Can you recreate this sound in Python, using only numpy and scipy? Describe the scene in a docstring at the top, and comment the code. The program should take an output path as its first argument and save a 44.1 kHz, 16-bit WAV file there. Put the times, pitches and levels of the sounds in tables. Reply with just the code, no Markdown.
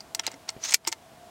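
"""Outdoors on bare ground, a shell is thumbed into the magazine of a pump-action shotgun.
Its brass head clicks against the loading port, the hull scrapes and squeaks up the tube, the sprung shell
stop snaps over the rim, and the lifter clacks back as the thumb leaves. Each click rings the receiver.
Faint air and a far drone lie behind; gain control ducks the level after the snap."""
import sys
import numpy as np
from scipy import signal
from scipy.fft import rfft, irfft, next_fast_len
from scipy.io import wavfile
from scipy.ndimage import uniform_filter1d, map_coordinates

SR = 44100
rng = np.random.default_rng(int(sys.argv[2]) if len(sys.argv) > 2 else 0)


def wav_out(sig):
    """Save sig, one row per channel (or a flat mono array), as 16-bit PCM at SR to the path in sys.argv[1]."""
    wavfile.write(sys.argv[1], SR, np.round(np.clip(np.atleast_2d(sig).T, -1, 1) * 32767).astype(np.int16))


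N = 57330
STEEL_RISE_S = .00038  # attack of a metal contact


def amp(db):
    return 10 ** (np.asarray(db) / 20)


def unit(x):
    return x / np.sqrt(np.mean(x ** 2) + 1e-20)


def clock():
    return np.arange(N) / SR


def fade(t, t60):
    return 1000.0 ** (-t / t60)


def curves(rows):
    """Breakpoint envelopes: one for each column after the time."""
    times, *columns = np.transpose(rows)
    return [np.interp(clock(), times, column) for column in columns]


def wobble(rate):
    """A smooth random curve, rate knots a second."""
    return map_coordinates(rng.standard_normal(N), [clock() * rate], mode="wrap")


def high_pass(x, hz):
    return signal.sosfilt(signal.butter(2, hz, "high", fs=SR, output="sos"), x)


def coloured(x, points):
    """Minimum-phase EQ through points of (frequency [Hz], gain [dB])."""
    size = 2 * next_fast_len(len(x))
    hz, db = np.transpose(points)
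    gain_db = np.interp(np.log(np.fft.rfftfreq(size, 1 / SR) + 1), np.log(hz + 1), db)
    cepstrum = irfft(np.log(amp(gain_db)), size)
    cepstrum[1:size // 2] *= 2
    cepstrum[size // 2 + 1:] = 0
    return irfft(rfft(x, size) * np.exp(rfft(cepstrum)), size)[:len(x)]


def add(track, start_s, sound):
    """Mix a sound into the track."""
    i = max(round(start_s * SR), 0)
    track[i:i + len(sound)] += sound[:N - i]


def air():
    """A steady bed of faint outdoor air."""
    # colour of the air (frequency [Hz], gain [dB])
    air_eq = [(15, -60), (25, -19), (79, -8.5), (331, -10), (582, -12.5), (684, -7), (762, -9.5),
              (1140, -14.5), (1240, -16), (1410, -16.5), (2060, -20), (3170, -21.5), (4380, -23.5),
              (8810, -27.5), (15500, -34.5)]
    return amp(-53) * unit(coloured(rng.standard_normal(N), air_eq))


def far_drone():
    """Two distant tones, wavering in pitch and level."""
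    # swell of the drone (time [s], lower tone [dB], upper tone [dB])
    swell = [(0, -63, -65), (.2, -59.5, -59), (.42, -61, -67), (.6, -62, -73), (.95, -59, -72),
             (1.121, -63, -58), (1.3, -53, -52.5)]
    tones_hz, waver_hz, waver_db = (651, 703), 6, 3
    out = np.zeros(N)
    for hz, db in zip(tones_hz, curves(swell)):
        phase = 2 * np.pi * np.cumsum(hz + waver_hz * wobble(25)) / SR
        out += np.sqrt(2) * amp(db + waver_db * wobble(14.17)) * np.sin(phase)
    return out


def outdoors(x):
    """The direct sound, one bounce off the ground and a thin, short scatter from the surroundings."""
    # colour of bounce and scatter (frequency [Hz], gain [dB])
    echo_eq = [(100, 7.5), (2000, -1.5), (7000, -4), (11000, 4.5), (16000, -18)]
    ground_delay_s = .0055
    t = np.arange(SR // 4) / SR
    scatter = rng.standard_normal(len(t)) * fade(t, t60=.062)
    response = amp(-18) * scatter / np.linalg.norm(scatter)
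    response[0] += amp(-15)  # the ground bounce
    out = x.copy()
    add(out, ground_delay_s, coloured(signal.fftconvolve(x, response)[:N], echo_eq))
    return out


def friction(eq):
    """Tiny random slips over a fine hiss, rms 1."""
    slips_per_s = 1900
    slips = (rng.random(N) < slips_per_s / SR) * rng.standard_normal(N)
    return unit(coloured(amp(-1.5) * unit(slips) + rng.standard_normal(N), eq))


def rubs():
    """Shell and fingers brush lightly around the port."""
    # brief strokes (start [s], length [s], level [dB])
    strokes = [(.234, 0.03, -44), (0.303, 0.044, -52), (0.477, 0.011, -47), (0.862, 0.015, -43)]
    # colour of a stroke (frequency [Hz], gain [dB])
    rub_eq = [(200, -23), (900, 7), (1300, 11.5), (3000, 11), (5500, 1.5), (8000, 1), (15000, -42)]
    t, edge_s = clock(), .0016
    envelope = sum(amp(db) * np.clip(np.minimum(t - start, start + length - t) / edge_s, 0, 1)
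                   for start, length, db in strokes)
    return friction(rub_eq) * envelope


def bumps():
    """Hand and hull bump dully on the gun: one low mode and a puff of noise each."""
    # soft contacts (time [s], pitch [Hz], level [dB], t60 [s])
    contacts = [(.196, 308, -41.5, 0.033), (.2775, 343, -36, 0.045), (0.2773, 776, -22.5, .016),
                (0.338, 273, -42.5, 0.088), (0.5646, 125, -36, 0.045), (0.5647, 237, -37.5, 0.039),
                (0.741, 430, -39.5, 0.09), (0.8759, 337, -30.5, 0.083)]
    # colour of the puff (frequency [Hz], gain [dB])
    puff_eq = [(40, -29), (150, 4), (500, 7), (1200, -11.5), (3000, -9), (9000, -51)]
    out, t = np.zeros(N), np.arange(SR // 6) / SR
    attack = 1 - np.exp(-t / .00062)
    for start, hz, db, t60 in contacts:
        puff = amp(-5) * unit(coloured(rng.standard_normal(len(t)), puff_eq)) * fade(t, t60=.04)
        puff = high_pass(puff, .71 * hz)
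        thud = np.sin(2 * np.pi * hz * t) * fade(t, t60)
        add(out, start, amp(db) * (thud + puff) * attack)
    return out


def hull_slide():
    """The hull scrapes up the tube, squeaks where it binds and fizzes as the spring tightens."""
    # envelope of the scrape (time [s], level [dB])
    push = [(.59, -68), (.632, -41.5), (.6405, -32), (.654, -28), (.665, -37), (.679, -36.5), (.696, -28),
            (.702, -40.5), (.709, -32), (.72, -33.5), (.737, -37), (.755, -62)]
    # colour of the scrape (frequency [Hz], gain [dB])
    scrape_eq = [(120, -49), (200, -16.5), (575, -17.5), (665, -5), (798, -20), (890, -10), (1710, -9),
                 (2060, -6.5), (2330, -9), (3240, -8), (6350, 0), (10800, -27), (15500, -25)]
    # moments when the hull binds (time [s], half length [s], level [dB])
    binds = [(.6398, .002, -30), (.651, .008, -34), (.694, .007, -34), (.708, .003, -36)]
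    # colour of the bright fizz (frequency [Hz], gain [dB])
    fizz_eq = [(3000, -37.5), (7000, -6), (9000, 7), (10500, -10), (15000, -20)]
    squeak_hz, climb_hz_per_s, width_hz = 5980, 14000, 340
    t = clock()
    phase = 2 * np.pi * np.cumsum(squeak_hz + climb_hz_per_s * (t - .639)) / SR
    squeak = unit(wobble(width_hz) * np.sin(phase) + wobble(width_hz) * np.cos(phase))
    binding = sum(amp(db) * np.exp(-((t - peak) / half) ** 2) for peak, half, db in binds)
    fizz = amp(-37.5) * np.exp(-((t - .712) / .0067) ** 2) * friction(fizz_eq)
    scrape_db, = curves(push)
    sliding = (t > push[0][0]) & (t < push[-1][0])
    scrape = amp(scrape_db) * sliding * friction(scrape_eq)
    return scrape + binding * squeak + fizz


def ring(t, modes):
    """Damped sines at random phases, from (frequency [Hz], level [dB], t60 [s])."""
    return sum(amp(db) * fade(t, t60) * np.sin(2 * np.pi * (hz * t + rng.random()))
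               for hz, db, t60 in modes)


def rattle(t, t60):
    """Metal faces chatter: a brief crack and dying noise, evened out across the spectrum."""
    crack_s, band_hz = .00083, 600
    crack = 1 + amp(2) * np.exp(-(t / crack_s) ** 2)
    spectrum = rfft(rng.standard_normal(len(t)) * fade(t, t60) * crack)
    power = np.abs(spectrum) ** 2
    band_power = np.abs(uniform_filter1d(power, size=max(3, int(band_hz * len(t) / SR))))
    return irfft(spectrum * np.sqrt(power.mean() / band_power), len(t))


def receiver_knock(t):
    """The receiver's modes, all struck from rest."""
    # body of the receiver (frequency [Hz], level [dB], t60 [s])
    modes = [(794, -10.5, 0.014), (916.7, -2, 0.021), (1048, -10, 0.011), (1332, -7, 0.028),
             (1810, -10.5, 0.026), (2108, -5.5, .035)]
    return sum(amp(db) * fade(t, t60) * np.sin(2 * np.pi * hz * t) for hz, db, t60 in modes)


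def clicks():
    """Each contact is a short, dense steel rattle with two brief rings and the receiver's knock."""
    # contacts of shell, port and lifter (time [s], knock [dB], mid [dB], bright [dB], top [dB],
    # rattle t60 [s], lower ring [Hz], its level [dB], upper ring [Hz], its level [dB])
    contacts = [(.0055, -42.5, -50, -41, -54, 0.032, 4770, -24.5, 5710, -35),
                (.1482, -31, -24, -16, -27.5, .015, 5520, -16, 7700, -23),
                (0.1538, -61, -47, -42, -46, .013, 4400, -39, 6670, -31),
                (0.1926, -43, -32.5, -43, -53, 0.039, 1920, -25, 3370, -35),
                (0.1956, -26, -20, -21, -38.5, 0.016, 3270, -18, 5660, -11.5),
                (.2661, -32.5, -22.5, -14.5, -27, 0.011, 4130, -13.5, 5070, -18),
                (.2718, -32, -45, -36, -62, 0.024, 4020, -26, 6370, -20),
                (0.2762, -30, -31, -32, -53, 0.031, 1960, -41, 5010, -16),
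                (0.3158, -39.5, -53, -35, -49, 0.019, 2200, -45, 7040, -32),
                (.3410, -40, -55, -43, -63, .016, 2010, -44, 5570, -35),
                (0.487, -35.5, -36, -47, -46, .018, 4400, -38, 5250, -28),
                (0.4908, -28.5, -27, -18, -49, 0.017, 4330, -19, 5430, -16),
                (0.5024, -68, -41.5, -38, -43, 0.011, 5540, -45, 7600, -31),
                (0.7224, -39.5, -29.5, -16.5, -39, 0.014, 2200, -18, 6850, -28),
                (.7272, -30, -22, -27, -36, 0.012, 2300, -50, 6600, -32),
                (0.7387, -30, -22, -10.5, -26, 0.01, 6400, -23, 7910, -6.5),
                (0.7422, -29, -16, -8, -16, 0.033, 2360, -6.5, 5240, -7.5),
                (0.85, -36, -38, -43, -62, 0.014, 3000, -33, 4930, -25),
                (.8715, -30, -24.5, -34, -32, 0.053, 5130, -20, 13000, -27),
                (0.8748, -17.5, -26, -12, -23, 0.024, 1290, -18, 6850, -9.5),
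                (0.8825, -51, -29.5, -20, -39, 0.018, 5500, -15, 6640, -15),
                (0.8891, -34, -36, -31, -41, 0.019, 6000, -30, 7400, -22),
                (0.9167, -43, -45, -29.5, -45, .04, 4600, -42, 6300, -29),
                (0.9216, -38, -38.5, -34, -51, 0.033, 5120, -21, 6400, -35),
                (0.926, -22, -21, -19, -33.5, 0.02, 2350, -18, 6200, -16)]
    ring_t60_s = .009
    out, t = np.zeros(N), np.arange(SR // 10) / SR
    attack = 1 - np.exp(-t / STEEL_RISE_S)
    gate = attack * np.clip(2 - 2 * (t / t[-1]), 0, 1) ** 2
    for start, knock, mid, bright, top, t60, lower_hz, lower_db, upper_hz, upper_db in contacts:
        # a bass slope, then four plateaus (frequency [Hz], gain [dB])
        click_eq = [(80, knock - 37), (280, knock - 14.5),
                    (700, knock - 2), (1510, knock - 2),
                    (1940, mid + 7), (3780, mid + 6),
                    (4460, bright + 4), (7790, bright + 3),
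                    (10260, top + 2), (15400, top)]
        rings = ring(t, [(lower_hz, lower_db, ring_t60_s), (upper_hz, upper_db, ring_t60_s)])
        body = amp(knock) * receiver_knock(t)
        chatter = coloured(rattle(t, t60) * gate, click_eq)
        add(out, start, chatter + (rings + body) * gate)
    return high_pass(out, hz=300)  # the clicks carry little below 300 Hz


def shell_stop():
    """The sprung catch snaps over the rim, rings and bounces."""
    # ring of the steel catch (frequency [Hz], level [dB], t60 [s])
    modes = [(1450, -11, .03), (1850, -4, .028), (2300, -4, .03), (2700, -6, .032), (3150, -6, .03),
             (3540, -6, .025), (5660, -1, .03), (6130, -1, .03), (6520, 0, .03), (7150, -2, .028),
             (8080, -2, .028), (11350, -1, .018), (13020, -10, .015), (14750, -12, .015)]
    # bounces on the rim (time [s], level [dB])
    bounces = [(0.7458, -31.5), (.7516, -30.5)]
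    # colour of a bounce (frequency [Hz], gain [dB])
    bounce_eq = [(200, -35.5), (1200, 2), (2000, -2), (8000, 3), (11000, -8.5), (15000, -17)]
    snap_s, snap_db = .7424, -13
    out, t = np.zeros(N), np.arange(SR // 10) / SR
    attack = 1 - np.exp(-t / STEEL_RISE_S)
    add(out, snap_s, amp(snap_db) * ring(t, modes) * attack)
    for start, db in bounces:
        add(out, start, amp(db) * coloured(rattle(t, t60=.034) * attack, bounce_eq))
    return out


def scene():
    """The gun and its reflections over the outdoor bed, in mono."""
    gun = clicks() + shell_stop() + bumps() + hull_slide() + rubs()
    return high_pass(outdoors(gun) + air() + far_drone(), hz=45)[None]


def smooth(x, time_s):
    """A one-pole lag."""
    pole = np.exp(-1 / (time_s * SR))
    return signal.lfilter([1 - pole], [1, -pole], x)


def record(dry):
    """Gain control ducks after loud hits and recovers; peaks are rounded and the very top is cut."""
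    threshold_db, duck_share, recover_s = -21.5, .9, .11
    ceiling, cut_hz, cut_width_hz = .72, 16300, 500
    level_db = 10 * np.log10(np.abs(smooth(dry[0] ** 2, time_s=.0033)) + 1e-12)
    excess_db = np.maximum(level_db - threshold_db, 0)
    release = np.exp(-clock() / recover_s)
    duck_db = np.maximum.accumulate(duck_share * excess_db / release) * release
    ducked = dry * amp(-smooth(duck_db, time_s=.013))
    rounded = ducked / (1 + (ducked / ceiling) ** 6) ** (1 / 6)
    high_cut = np.clip((cut_hz - np.fft.rfftfreq(2 * N, 1 / SR)) / cut_width_hz, 0, 1) ** 2
    return irfft(rfft(rounded, 2 * N) * high_cut)[:, :N]


dry = scene()
out = record(dry)
wav_out(out)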